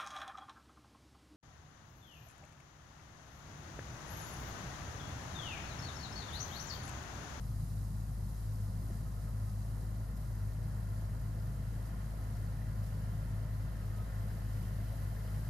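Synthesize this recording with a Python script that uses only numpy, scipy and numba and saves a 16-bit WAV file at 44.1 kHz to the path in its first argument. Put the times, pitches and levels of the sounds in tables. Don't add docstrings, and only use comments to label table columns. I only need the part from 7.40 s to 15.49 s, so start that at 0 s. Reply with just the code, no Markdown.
import sys
import numpy as np
from scipy import signal
from scipy.fft import rfft, irfft
from scipy.io import wavfile
from scipy.ndimage import uniform_filter1d
from numba import njit

SR = 44100
rng = np.random.default_rng(int(sys.argv[2]) if len(sys.argv) > 2 else 0)


def persist_wave(psi):
    counts = np.round(np.clip(psi, -1, 1) * 32767).astype(np.int16)
    wavfile.write(sys.argv[1], SR, np.atleast_2d(counts).T)


N = 356769
T = np.arange(N) / SR
PROGRESS = T / T[-1]

# freq_hz, left_db, right_db
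FIZZ_EQ = [(1510, -20, -9.5), (2460, -9, -14.5), (3070, -10, -12.5), (3620, -8, -11), (3920, -5, -1.5),
           (4330, -10.5, -2), (4880, -1.5, 1), (5880, -6, -2.5), (6600, -6, 1), (7700, -5.5, -2.5),
           (8130, -3.5, -9), (8620, 1, -4), (10140, 0.5, -3.5), (12560, 4.5, 3), (13450, -1.5, -1.5),
           (14400, -1.5, -3.5)]


def amp(db):
    return 10 ** (np.asarray(db) / 20)


def level(x, db):
    return x * amp(db) / np.sqrt(np.mean(x ** 2))


def colour(x, table):
    hz, *columns = np.transpose(table)
    log_f = np.log(np.fft.rfftfreq(N, 1 / SR) + 1)
    return irfft(rfft(x) * amp([np.interp(log_f, np.log(hz), c) for c in columns]), N)


def pan(x, left_db):
    return x * amp(np.array([[left_db], [-left_db]]) / 2)


def bumps(table):
    return sum(height * np.exp(-.5 * ((T - s) / length) ** 2) for s, length, height in table)


def walk(rate):
    size = int(SR / rate)
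    steps = np.repeat(rng.standard_normal(N // size + 1), size)
    return level(uniform_filter1d(uniform_filter1d(steps, size), size)[:N], 0)


def sine(hz):
    return np.sqrt(2) * np.sin(2 * np.pi * np.cumsum(hz) / SR)


@njit
def ring_grains(start, hz, cycles, size, glide):
    out = np.zeros(N)
    for k in range(len(start)):
        length = cycles[k] * SR / hz[k]
        turn = 2 * np.pi * hz[k] / SR
        step = np.exp(1j * turn - 5.76 / length)
        bend = np.exp(1j * turn * glide / length)
        first = int(start[k]) + 1
        phasor = size[k] * step ** (first - start[k])
        for i in range(first, min(N, first + int(length))):
            out[i] += phasor.imag
            phasor *= step
            step *= bend
    return out


def bubbles(per_s, low_hz, high_hz, cycles, spread_db, glide, echo, echo_s):
    when, pitch, damping, strength, *paths = rng.random((int(per_s * N / SR), 6)).T
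    hz = low_hz + (high_hz - low_hz) * pitch
    turns = cycles * (.5 + damping)
    size = amp(-spread_db * np.log(np.maximum(strength, .002))) * np.sqrt(hz / turns)
    direct = ring_grains(when * N, hz, turns, size, glide)
    bounced = [ring_grains(when * N + path * echo_s * SR, hz, turns, size, glide) for path in paths]
    return level(direct + echo * np.array(bounced), 0)


def kitchen():
    # freq_hz, gain_db
    rumble_eq = [(15, -26), (45, -11.5), (66, -10), (92, -2), (118, -2.5), (137, .5), (160, -4.5),
                 (195, -8.3), (225, -13.5), (270, -17), (310, -23.5), (400, -33), (540, -33.5),
                 (680, -32.5), (780, -34.5), (950, -36), (1200, -39.5), (3000, -58.5)]
    # centre_s, half_length_s, gain_db
    bass_swells = [(.2, 0.11, 2.5), (1.56, 0.05, 1.5), (4.6, 0.23, -2), (5.75, 0.22, 2),
                   (6.68, 0.033, -3.5)]
    centre = rng.standard_normal(N)
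    sides = colour(rng.standard_normal((2, N)), [(150, -16.5), (260, -12), (350, -1), (1000, 5)])
    rumble = level(colour(centre + sides, rumble_eq), -45)
    bass = colour(rumble, [(220, -3), (400, -39)])
    return pan(rumble + (amp(bumps(bass_swells)) - 1) * bass, left_db=.5)


def motor(overtone_hz=105.03, waver_hz=1.527, drone_hz=101.24):
    # pitch_hz, level_db
    hum_tones = [(51.85, -41), (100, -67.5), (198.5, -62.5)]
    # centre_s, half_length_s, gain_db
    boom_dips = [(1.85, .02, -7), (4.17, 0.038, -10), (4.47, 0.048, -6), (6.68, 0.034, -10),
                 (6.98, 0.016, -8)]
    hum = sum(amp(db) * sine(hz + .12 * walk(1.93)) for hz, db in hum_tones)
    boom = sine(overtone_hz + waver_hz * walk(24))
    boom_db = -41.5 + .43 * walk(15) + bumps(boom_dips)
    drone = np.real((walk(14) + 1j * walk(14)) * np.exp(2j * np.pi * drone_hz * T))
    drone_db = -56 + 3.5 * PROGRESS
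    return pan(hum + boom * amp(boom_db) + drone * amp(drone_db), left_db=1.9)


def faint_ring(pitch_hz=1264, roughness=.4, rough_per_s=70):
    # centre_s, half_length_s, gain_db
    swells = [(.12, .067, -70), (1.665, .018, -68), (1.775, .016, -62), (1.878, .016, -60),
              (2.078, .03, -68), (6.448, .026, -64.5), (6.558, .014, -61), (6.609, .021, -57.8)]
    envelope = bumps([(s, length, amp(db)) for s, length, db in swells])
    flutter = 1 + roughness * (walk(rough_per_s) + 1j * walk(rough_per_s))
    tone = np.real(flutter * np.exp(2j * np.pi * pitch_hz * T))
    return pan(level(tone, -2.2) * envelope, left_db=-4)


def basin(x, wall_s=.00279, wall_gain=.093):
    # freq_hz, width_hz, left_lift_db, right_lift_db
    modes = [(335, 15, 5.5, 9), (382, 30, -3.5, -1), (537, 73, 4, 0), (614, 25, -0.5, 2), (693, 35, 3, 3),
             (1056, 20, 1, 3.5), (1214, 27, -2, 0.5), (1270, 27, 5, 4), (1444, 31, 3, 7.5),
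             (1516, 24, 6, 2.5), (1650, 40, 5.5, -4), (1820, 46, 5.5, 5.5), (1960, 32, 7, 6.5),
             (2053, 44, 5.5, 3.5), (2640, 66, 1.5, 5.5), (3144, 44, 3, 5.5), (4160, 110, 4, 1.5),
             (5000, 150, -1, -1.5), (5440, 160, 2.5, -2), (6130, 80, -3, 2.5), (6370, 100, 6.5, -4.5),
             (6900, 81, -2, 2.5), (7550, 120, -1, 2), (10000, 130, 4, -1), (10476, 70, -1, 0)]
    f = np.fft.rfftfreq(N, 1 / SR)
    echo = 1 + wall_gain * np.exp(-2j * np.pi * f * wall_s)
    resonance = 1 + sum((amp([[left_db], [right_db]]) - 1) / (1 + 2j * (f - hz) / width)
                        for hz, width, left_db, right_db in modes)
    return irfft(rfft(x) * echo * resonance, N)


def plops(glide=.059):
    # start_s, pitch_hz, level_db, ring_cycles, left_minus_right_db
    big_bubbles = [(1.502, 365, -48, 17, 2), (1.506, 1840, -63, 50, -2), (2.432, 390, -51, 12, 0),
                   (4.541, 1020, -54, 48, -1), (4.558, 690, -53, 22, -2), (5.19, 1810, -60, 76, -2),
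                   (5.218, 1940, -59, 70, 2), (7.402, 2040, -60, 60, 0), (7.628, 1033, -55, 36, -3),
                   (7.848, 624, -51, 24, 2), (7.946, 1050, -54, 36, -6)]
    out = np.zeros((2, N))
    for s, hz, db, cycles, left_db in big_bubbles:
        grain = np.array([[s * SR], [hz], [cycles], [amp(db)]])
        out += pan(ring_grains(*grain, glide), left_db)
    return out


def ticks(cycles=7):
    # start_s, pitch_hz, level_db
    snaps = [(.273, 3100, -57), (1.511, 3100, -56), (1.879, 2400, -55), (4.235, 3100, -54),
             (4.426, 3000, -55), (5.477, 6500, -52), (5.829, 2700, -55), (6.298, 11000, -50),
             (6.585, 3100, -52), (6.906, 11000, -50), (7.25, 2900, -53)]
    s, hz, db = np.array(snaps, float).T.copy()
    return ring_grains(s * SR, hz, np.full(len(s), cycles, float), amp(db), 0.)


def prickle(db, cluster_db=3, clusters_per_s=30):
    snaps = bubbles(per_s=900, low_hz=3700, high_hz=12640, cycles=26,
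                    spread_db=2.5, glide=.01, echo=1, echo_s=.002)
    clusters = amp(cluster_db * np.tanh(walk(clusters_per_s)))
    return level(colour(snaps, FIZZ_EQ) * clusters, db)


def froth(start_db=-64.5, end_db=-56.5, rush_db=7, rush_s=.21, drift_db=3.5):
    # freq_hz, left_db, right_db
    froth_eq = [(251, -17, -6.5), (483, -1.5, 0), (654, -3, 2), (760, -12, -4), (1080, -15, -3),
                (1110, -20, -6.5), (1420, -7, -4.5), (1443, -14, -10.5), (1640, -7, -9), (2050, -13.5, -12),
                (2430, -18.5, -21.5), (2960, -26.5, -13.5), (3430, -27.5, -19.5), (4330, -26, -18.5)]
    # centre_s, half_length_s, gain_db
    surges = [(.6, .3, -4), (2.45, 0.13, 3), (6.85, .1, 2), (7.6, .03, 0), (7.86, 0.03, 2)]
    blips = bubbles(per_s=10000, low_hz=280.3, high_hz=5420, cycles=14.5,
                    spread_db=2, glide=.029, echo=1.38, echo_s=.005)
    mid = blips.mean(axis=0)
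    sides = colour(blips - mid, [(300, .5), (700, -9.5), (1100, .5), (1900, -1.5), (2600, .5)])
    blips = level(colour(mid + sides, froth_eq), 0)
    treble = colour(blips, [(900, -27), (1900, -5), (2800, 0)])
    treble_db = -4 + 6 * PROGRESS + rush_db * np.exp(-T / rush_s)
    burble = colour(blips, [(750, -5), (1100, -31)])
    simmer = blips + (amp(treble_db) - 1) * treble + (amp(bumps(surges)) - 1) * burble
    coarseness = PROGRESS ** .83
    build_db = 10 * np.log10((1 - coarseness) * amp(start_db) ** 2 + coarseness * amp(end_db) ** 2)
    pan_db = drift_db * (PROGRESS - .5) * np.array([[.5], [-.5]])
    return simmer * amp(build_db + pan_db + .38 * walk(8.2))


def fizz(db, spurt_s=.012, breakup_s=7.5):
    # centre_s, level_db
    collapses = [(2.773, -63), (4.464, -62), (5.44, -67), (5.47, -62.5), (6.575, -64), (7.269, -66)]
    pops = bubbles(per_s=22000, low_hz=1820, high_hz=15400, cycles=7.9,
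                   spread_db=0, glide=.051, echo=1.58, echo_s=.003)
    pops = level(colour(pops, FIZZ_EQ), 0)
    sizzle = colour(pops, [(9000, -32), (13500, .5)])
    sizzle_db = -5 + 3.5 * PROGRESS + bumps([(breakup_s, .8, 2.5)])
    spurts = sum(amp(peak_db) * np.exp(-((T - s) / spurt_s) ** 2) for s, peak_db in collapses)
    flurries = amp(db + .49 * walk(15) + .25 * walk(6))
    return (pops + (amp(sizzle_db) - 1) * sizzle) * np.hypot(flurries, spurts)


def scene():
    # time_s, level_db
    fizz_fader = [(0, -61), (.7, -62), (1.7, -62), (2.8, -63.5), (5.6, -64), (6.6, -64), (7.6, -62.2),
                  (8.09, -62)]
    fizz_db = np.interp(T, *np.transpose(fizz_fader))
    cup = fizz(fizz_db) + prickle(fizz_db - 11) + froth() + plops() + ticks()
    return basin(cup) + faint_ring() + motor() + kitchen()


def record(dry, top_hz=14100):
    # freq_hz, left_lead_rad
    port_phase = [(100, -.25), (350, 0), (850, -.25), (1030, 1.2), (1200, .6), (1430, 1.2), (1900, 0)]
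    lead = np.interp(np.fft.rfftfreq(N, 1 / SR), *np.transpose(port_phase))
    ports = irfft(rfft(dry) * np.exp(.5j * np.array([lead, -lead])), N)
    return signal.sosfilt(signal.ellip(8, .2, 70, top_hz, fs=SR, output="sos"), ports)


dry = scene()
out = record(dry)
persist_wave(out)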